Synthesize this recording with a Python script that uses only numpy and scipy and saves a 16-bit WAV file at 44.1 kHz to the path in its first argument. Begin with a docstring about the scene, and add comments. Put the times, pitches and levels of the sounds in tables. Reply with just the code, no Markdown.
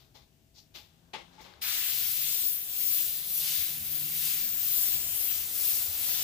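"""A few scuffs of shoes and sleeves close by, then an airbrush hisses on paper, swelling with each stroke.
Outside a vehicle pulls away through two gears and thumps over bumps; the workshop hums faintly. The left port hears more.
Spray, scuffs, tyres and air are filtered noise; exhaust, bumps, hum and hollow knocks are sines;
small ticks are impulses ringing in resonators. The microphone has two ports and a steep upper limit."""
import sys
import numpy as np
from scipy import signal
from scipy.io import wavfile
from scipy.ndimage import uniform_filter1d, map_coordinates

SR = 44100
rng = np.random.default_rng(int(sys.argv[2]) if len(sys.argv) > 2 else 0)


def int16_out(signal):
    """Quantize to a 16-bit WAV file."""
    q = np.round(np.clip(np.atleast_2d(signal).T, -1, 1) * 32767)
    wavfile.write(sys.argv[1], SR, q.astype(np.int16))


N = 274743

# Microphone: likeness of the two ports by pitch [f/Hz, likeness]
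PORT_LIKENESS = [(60, 0.92), (130, 0.9), (290, 0.66), (640, 0.25), (1410, -0.069), (3100, -0.0076),
                 (6820, 0.26), (15000, -0.055)]
# Microphone: balance of the two ports by pitch [f/Hz, left over right level/dB]
PORT_BALANCE = [(30, 5), (92, 3.5), (210, 9), (330, 10.5), (500, 4.5), (1170, 6), (2740, 10), (4190, 6.5),
                (6410, 0), (9000, 1.5), (11500, 2), (13000, 8), (14500, 7), (15500, 17)]
# Room air: spectrum [f/Hz, density level/dB per Hz]
ROOM_SPECTRUM = [(600, 16), (800, -3.5), (1300, -10), (2200, 0), (3600, -2), (7000, -0.5), (9000, -8),
                 (12500, -4), (15500, -1.5)]
# Room: steady hum tones [f/Hz, level/dB]
HUM_TONES = [(59.5, -74), (657, -81.5)]
# Street outside [t/s, exhaust level/dB, rumble level/dB, tyre wash level/dB]
STREET_LEVELS = [(0, -70, -67, -78), (.5, -77, -69.5, -88), (1.3, -70.5, -69.5, -71),
                 (1.75, -69, -65.5, -69.5), (2.15, -63, -66, -68.5), (2.5, -71.5, -66.5, -67.5),
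                 (3.4, -64, -64, -66), (4, -56.5, -61, -66.5), (4.65, -66, -62.5, -65),
                 (4.95, -60, -60, -60), (5.22, -69, -60.5, -62.5), (5.36, -86, -62, -63),
                 (6.23, -90, -62.5, -57.5)]
# Street rumble: spectrum [f/Hz, density level/dB per Hz]
RUMBLE_SPECTRUM = [(12, -60), (20, -20), (48, -5), (80, -3), (113, -2), (201, -12), (309, -10.5),
                   (420, -38), (550, -66), (920, -120)]
# Tyre wash: spectrum [f/Hz, density level/dB per Hz]
WASH_SPECTRUM = [(200, -3), (350, -8.5), (550, -2.5), (800, -1.5), (1100, -7.5), (1600, -4)]
# Vehicle gears [engaged t/s, exhaust note f/Hz, initial climb/(Hz/s), easing time/s]
GEAR_CLIMBS = [(0, 123.9, 44, 6), (1.78, 128.5, 16, 2.9)]
# Exhaust orders [multiple of the note, level/dB, flutter level/dB]
EXHAUST_ORDERS = [(1, 2.5, 2), (1.5, -10.5, 6.5), (2, -11.5, 4)]
# Road bumps under the vehicle [t/s, level/dB, f/Hz]
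ROAD_BUMPS = [(3.581, -45.5, 83), (3.792, -44.5, 83.4), (4.94, -46, 82.5), (5.037, -50, 77.4),
              (5.142, -48, 75.4), (5.325, -51, 86.1), (5.399, -50, 67.3), (5.615, -51, 83.4),
              (5.88, -45, 84), (6.187, -48, 104)]
# Bumps against something hollow [t/s, level/dB, swell time/s]
HOLLOW_KNOCKS = [(1.137, -40.5, 0.0066), (1.378, -52, 0.01)]
# Scuffs of shoes and sleeves
# [t/s, level/dB, rise/s, t60/s, grit f/Hz, grit width/Hz, relative knock level/dB, relative swish level/dB]
SCUFF_EVENTS = [(0.0, -63.5, 0.00067, 0.41, 3540, 3020, -6, -3),
                (0.142, -56.5, 0.015, 0.3, 3830, 3000, -2, -8),
                (.22, -70, .004, 0.19, 3500, 3000, -10, -12),
                (.538, -55, 0.048, 0.22, 4570, 2700, -14.5, -8),
                (0.739, -46.5, 0.02, 0.31, 3260, 3180, -8, -7),
                (1.132, -42, 0.0065, 0.31, 2670, 2270, 0.5, -41),
                (1.309, -66.5, 0.032, 1, 3700, 3950, 3, -22),
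                (1.372, -59, 0.035, 0.48, 3000, 2980, 4.5, -20),
                (1.401, -58, 0.014, 0.26, 4360, 4970, -3, -2),
                (1.44, -57.5, 0.011, 0.74, 3140, 2500, 2.5, -16)]
# Floorboard resonances excited by the scuffs [f/Hz, width/Hz, level/dB]
BOARD_MODES = [(150, 230, -8), (352, 51, -3), (523, 240, -4.5), (834, 85, 0), (1090, 220, -5),
               (2070, 350, -6)]
# Small dry ticks [t/s, blow level/dB, relative blow level of the lower ring/dB]
DRY_TICKS = [(1.443, -21, -14), (1.538, -22, 2)]
# Airbrush strokes, dipping at each turn of the hand
# [t/s, nozzle level/dB, jet-on-paper level/dB, nozzle fullness level/dB]
STROKES = [(1.66, -35, -37.5, -6), (1.93, -32, -38, -8), (2.1, -33, -41, -5), (2.31, -31.5, -37.5, -10),
           (2.5, -29.5, -43.5, -8.5), (2.65, -40.5, -49.5, -5.5), (2.84, -29.5, -42, -8.5),
           (2.96, -29, -38.5, -7), (3.25, -39.5, -47, -4.5), (3.35, -31, -44.5, -4),
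           (3.44, -34.5, -36.5, -3.5), (3.62, -31.5, -38, -7), (3.82, -41, -48.5, -2.5),
           (3.96, -31.5, -43.5, -8), (4.09, -34.5, -46, -7.5), (4.27, -31.5, -37, -3.5),
           (4.53, -31, -45, -19), (4.74, -30, -40, -4), (4.88, -28, -39, -9.5), (5.05, -35, -44.5, -9.5),
           (5.2, -32, -42, -4.5), (5.34, -31, -41, -9.5), (5.49, -39, -45.5, -6), (5.63, -30.5, -40, -4),
           (5.77, -31, -39, -5), (5.92, -36.5, -46, -7.5), (6.08, -32, -38, -2), (6.23, -33.5, -37, -9)]
# Nozzle hiss: spectrum [f/Hz, density level/dB per Hz]
NOZZLE_SPECTRUM = [(7500, -52), (8700, -20), (10500, -12), (11500, -5.5), (13000, -5.5), (14200, -1),
                   (15000, -4), (15700, -1.5)]
# Jet striking paper: spectrum [f/Hz, density level/dB per Hz]
PAPER_SPECTRUM = [(600, -18.5), (900, -19), (1400, -12), (2300, -5.5), (3300, -1), (4300, -0.5),
                  (5500, -2.5), (7300, -1), (8600, -6), (10500, -3.5)]
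# Nozzle fullness by pitch [f/Hz, share of the fullness level]
FULLNESS_SHARES = [(9000, 0.94), (12000, 1.06), (13800, 0.07)]
# Low side of the paper roar by pitch [f/Hz, share of the depth level]
DEPTH_SHARES = [(800, 0.44), (1500, 1.16), (2400, 0.56), (3500, 0.02)]
# High side of the paper roar by pitch [f/Hz, share of the edge level]
EDGE_SHARES = [(3000, -0.21), (4800, -0.064), (7000, 0.36)]
# Slow colour change of the paper roar [t/s, low-side level/dB, high-side level/dB]
ROAR_COLOURS = [(1.7, -1, 0.5), (2.4, -5, -1), (3.3, -5, 1), (3.9, -2.5, -2.5), (4.3, -1, 2.5),
                (4.9, -2, 3.5), (5.6, -2, 6), (6.23, -2.5, 1)]

CUTOFF_HZ = 15500
ROOM_DB = -74.5
LIFT_OFF_S, SAG_HZ_PER_S = 4.83, 85   # the driver lifts off and the note sags
HOLLOW_HZ = 867
TRIGGER_S, OPENING_S = 1.609, .013
STROKE_SMOOTH_S = 0.1   # the hand rounds every change
USUAL_NOZZLE_DB, USUAL_PAPER_DB, USUAL_FULLNESS_DB = -33.5, -36, -5.5
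BUILD_S, BUILD_DB = .025, -5.5   # pressure builds after the valve opens
BLAST_DEPTH_DB, BLAST_FADE_S = 6, 0.24   # the first blast on the paper is deeper, then thins
DEPTH_PER_DB = -.3   # dB per dB: a stronger jet on the paper has less low side
EDGE_PER_DB, BLAST_EDGE_DB = .5, -8   # the high side grows as the nozzle gains on the paper
PAN_PER_NOZZLE_DB, PAN_PER_FULLNESS_DB = .4, 0.05   # a louder, fuller nozzle faces the left port
NOZZLE_PAN_DB, PAPER_PAN_DB = -1, 0.6


def from_db(db):
    """Decibels to gain."""
    return 10 ** (np.asarray(db) / 20)


def rms_one(x):
    """Scale to unit rms."""
    return x / np.sqrt(np.mean(x ** 2) + 1e-20)


def in_time(rows):
    """Columns of a curve table, one value a sample."""
    s, *columns = np.transpose(rows)
    return [np.interp(np.arange(N) / SR, s, column) for column in columns]


def at_hz(points, hz):
    """Read a curve on a log-frequency axis."""
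    points_hz, values = np.transpose(points)
    return np.interp(np.log(hz), np.log(points_hz), values)


def drift(rate):
    """Random wander of unit rms, smoothed by a double pole at the given rate in Hz."""
    step = 40   # drawn once every 40 samples, then interpolated
    r = np.exp(-2 * step * np.pi * rate / SR)
    draws = rng.standard_normal(N // step + 2002)
    slow = signal.lfilter([1], [1, -2 * r, r * r], draws)[2000:]   # skip the run-in
    return np.interp(np.arange(N) / step, np.arange(len(slow)), rms_one(slow))


def sides(pan_db):
    """Left and right gains for a left-over-right level."""
    return from_db(np.multiply.outer([.5, -.5], pan_db + np.zeros(N)))


def ports(white, hz, alike_add):
    """Two unrelated noises become left and right with the likeness and balance of this pitch."""
    alike = np.clip(at_hz(PORT_LIKENESS, hz) + alike_add, 0, 1)
    common = np.sqrt(1 + alike) * white[0]
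    opposed = np.sqrt(1 - alike) * white[1] * [[1], [-1]]
    return (common + opposed) * from_db(at_hz(PORT_BALANCE, hz) * np.array([[.5], [-.5]]))


def bands(spectrum, count, patchy_db=0, rate=3, tones=(), alike_add=0):
    """Stereo noise in bands; if tone curves are given they lift each band, which also wanders on its own."""
    top_hz = min(spectrum[-1][0] * 1.05, 16500)
    edges = np.geomspace(spectrum[0][0], top_hz, count + 1)
    white = rng.standard_normal((2, 2, N))   # neighbouring bands use different noise
    out, plain_power = 0, 0
    for k, (low, high) in enumerate(zip(edges, edges[1:])):
        hz = np.sqrt(low * high)
        band_pass = signal.butter(2, [low, high], "band", fs=SR, output="sos")
        band = from_db(at_hz(spectrum, hz)) * signal.sosfilt(band_pass, white[k % 2])
        plain_power += np.mean(band ** 2)
        pair = ports(band, hz, alike_add)
        if tones:
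            band_db = sum(tone_db * at_hz(shares, hz) for shares, tone_db in tones)
            wander_db = patchy_db * np.array([drift(rate), drift(rate)])
            pair = pair * from_db(band_db + wander_db)
        out = out + pair
    return out / np.sqrt(plain_power)


def resonance(x, hz, width):
    """Two-pole peak of gain 1."""
    r = np.exp(-np.pi * width / SR)
    zeros = np.array([1, 0, -1]) * (1 - r * r) / 2
    poles = [1, -2 * r * np.cos(2 * np.pi * hz / SR), r * r]
    return signal.lfilter(zeros, poles, x)


def delayed(x, lag_s):
    """Read a signal late by a changing lag."""
    return map_coordinates(x, [np.arange(N) - lag_s * SR], order=3)


def room_air():
    """The faint air of the room: steady broadband noise."""
    return from_db(ROOM_DB) * bands(ROOM_SPECTRUM, count=10)


def hum():
    """Steady sines, stronger at the left port."""
    t = np.arange(N) / SR
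    tones = sum(from_db(db) * np.sin(2 * np.pi * hz * t) for hz, db in HUM_TONES)
    return tones * sides(9.2)


def street():
    """Low rumble and the wash of tyres: noise bands following the street levels."""
    _, rumble_db, wash_db = in_time(STREET_LEVELS)
    rumble = from_db(rumble_db) * bands(RUMBLE_SPECTRUM, count=10)
    wash = from_db(wash_db) * bands(WASH_SPECTRUM, count=7)
    return rumble + wash


def exhaust_note():
    """The note climbs ever more slowly in each gear and sags after lift-off."""
    t, note_hz = np.arange(N) / SR, np.zeros(N)
    for s, hz, climb, ease in GEAR_CLIMBS:
        in_gear_s = np.minimum(t, LIFT_OFF_S) - s
        gear_hz = hz + climb * ease * (1 - np.exp(-in_gear_s / ease))
        note_hz = np.where(t >= s, gear_hz, note_hz)
    coasting = np.maximum(t - LIFT_OFF_S, 0)
    exhaust_db = in_time(STREET_LEVELS)[0]
    return np.maximum(note_hz - SAG_HZ_PER_S * coasting, 60), exhaust_db


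def exhaust():
    """Multiples of one unsteady exhaust note, each wavering in level."""
    note_hz, note_db = exhaust_note()
    turn = 2 * np.pi * np.cumsum(note_hz * (1 + .004 * drift(6))) / SR
    out = 0
    for k, db, flutter_db in EXHAUST_ORDERS:
        out = out + from_db(note_db + db + flutter_db * drift(4.9)) * np.sin(k * turn)
    return out * sides(8.9)


def road_bumps():
    """Each bump is a soft low push: a sine that swells and dies quickly."""
    out, t = np.zeros((2, N)), np.arange(SR // 5) / SR
    for s, db, hz in ROAD_BUMPS:
        at = round(s * SR)
        swell = t / 0.021 * np.exp(1 - t / 0.014)
        push = from_db(db) * swell * np.sin(2 * np.pi * hz * t)
        out[:, at:at + len(t)] += push[:N - at] * from_db([[2.3], [-2.3]])
    return out


def knocks():
    """A hollow body rings briefly on one note, a little unsteadily."""
    out, t = np.zeros(N), np.arange(SR // 5) / SR
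    for s, db, swell in HOLLOW_KNOCKS:
        wobble = np.cumsum(rng.normal(0, .015, len(t)))
        envelope = t / swell * np.exp(1 - t / swell)
        at = round(s * SR)
        out[at:at + len(t)] += from_db(db) * envelope * np.sin(2 * np.pi * HOLLOW_HZ * t + wobble)
    return out * sides(6.0)


def ticks():
    """Single impulses ring a higher and a lower broad resonance."""
    blows = np.full((2, N), 1e-18)   # not quite zero, which keeps the filters fast
    for s, db, lower_db in DRY_TICKS:
        blows[:, round(s * SR)] = from_db([db, db + lower_db])
    higher = resonance(resonance(blows[0], 4000, 1100), 4000, 1100)
    lower = resonance(resonance(blows[1], 1500, 700), 1500, 700)
    return (higher + lower) * sides(9.1)


def scuffs():
    """Friction swells and dies: grit, a knock in the boards, a thin swish; the room holds a duller tail."""
    out, size = np.zeros((2, N)), SR * 3 // 5
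    t = np.arange(size) / SR
    low = signal.butter(10, 8000, "low", fs=SR, output="sos")
    high = signal.butter(6, 11000, "high", fs=SR, output="sos")
    for s, db, rise, t60, hz, width, knock_db, swish_db in SCUFF_EVENTS:
        # the contact catches unevenly: the noise comes in lumps of a few ms, partly common to both ports
        lumps = from_db(1.3 * rms_one(uniform_filter1d(rng.standard_normal(size), size=90)))
        white = lumps * (rng.standard_normal((2, size)) + 0.55 * rng.standard_normal(size))
        grit = rms_one(signal.sosfilt(low, resonance(resonance(white, hz, width), hz, width)))
        grit = grit + 0.25 * resonance(grit, 3560, 280)   # the microphone port rings in one narrow band
        knock = 0
        for mode_hz, mode_width, mode_db in BOARD_MODES:
            blow = lumps * rng.standard_normal((2, size))
            knock = knock + from_db(mode_db) * resonance(blow, mode_hz, mode_width)
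        knock = rms_one(knock)
        swish = rms_one(signal.sosfilt(high, white)) * from_db([[-2], [2]])
        tail = rms_one(resonance(rng.standard_normal((2, size)), 3250, 1300))
        swell = from_db(db) * np.minimum(t / rise, 1)
        late = np.maximum(t - rise, 0)
        body = from_db(-60 * late / t60) * (grit + from_db(knock_db) * knock)
        thin = from_db(swish_db - 60 * late / (1.3 * t60)) * swish
        held = from_db(-23.5 - 60 * late / 7.8) * tail * (1 - t / t[-1])
        at = max(round(s * SR), 0)
        out[:, at:at + size] += swell * (body + thin + held)
    return out * sides(9.1)


def spray_controls():
    """Levels come from the strokes; depth, edge and pan follow them."""
    smooth_size = max(round(STROKE_SMOOTH_S * SR), 1)
    nozzle_db, paper_db, full_db = uniform_filter1d(in_time(STROKES), size=smooth_size, axis=1)
    spraying_s = np.maximum(np.arange(N) / SR - TRIGGER_S, 0)
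    blast = np.exp(-(spraying_s / BLAST_FADE_S) ** 2)
    nozzle_swing = nozzle_db - USUAL_NOZZLE_DB
    paper_swing = paper_db - USUAL_PAPER_DB
    full_db = full_db - USUAL_FULLNESS_DB
    low_db, high_db = in_time(ROAR_COLOURS)
    # nozzle and low side start weaker, the low side by twice as many dB
    building_db = BUILD_DB * np.exp(-spraying_s / BUILD_S)
    deep_db = 2 * building_db + low_db + DEPTH_PER_DB * paper_swing + BLAST_DEPTH_DB * blast
    edge_db = high_db + EDGE_PER_DB * (nozzle_swing - paper_swing) + BLAST_EDGE_DB * blast
    pan_db = NOZZLE_PAN_DB + PAN_PER_NOZZLE_DB * nozzle_swing + PAN_PER_FULLNESS_DB * full_db
    return nozzle_db + building_db, paper_db, full_db, deep_db, edge_db, pan_db


def airbrush():
    """Shear noise at the nozzle and the duller roar of the jet striking paper, both shaken by eddies."""
    nozzle_db, paper_db, full_db, deep_db, edge_db, pan_db = spray_controls()
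    valve = np.clip((np.arange(N) / SR - TRIGGER_S) / OPENING_S, 0, 1) ** 2
    eddies = from_db(0.18 * drift(126))
    nozzle = bands(NOZZLE_SPECTRUM, count=12, patchy_db=1.26, rate=12.0,
                   tones=[(FULLNESS_SHARES, full_db)], alike_add=.45)
    paper = bands(PAPER_SPECTRUM, count=12, patchy_db=1.3, rate=7.4,
                  tones=[(DEPTH_SHARES, deep_db), (EDGE_SHARES, edge_db)], alike_add=0.27)
    nozzle = from_db(nozzle_db) * nozzle * sides(pan_db)
    paper = from_db(paper_db) * paper * sides(PAPER_PAN_DB)
    # an echo off the moving hand combs sliding ridges into the thin hiss
    nozzle = np.array([x + 0.39 * delayed(x, 0.0015 + .0001 * drift(1.34)) for x in nozzle])
    left, right = valve * eddies * (nozzle + paper)
    # the path to the right port changes as the hand travels
    return np.array([left, delayed(right, .00006 * drift(1.0))])


def scene():
    """All sources at the two ports."""
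    background = room_air() + hum() + street()
    vehicle = exhaust() + road_bumps()
    return background + vehicle + knocks() + ticks() + scuffs() + airbrush()


def record(dry):
    """The microphone's top is cut steeply by an elliptic low-pass."""
    return signal.sosfilt(signal.ellip(16, .5, 85, CUTOFF_HZ, fs=SR, output="sos"), dry)


dry = scene()
out = record(dry)
int16_out(out)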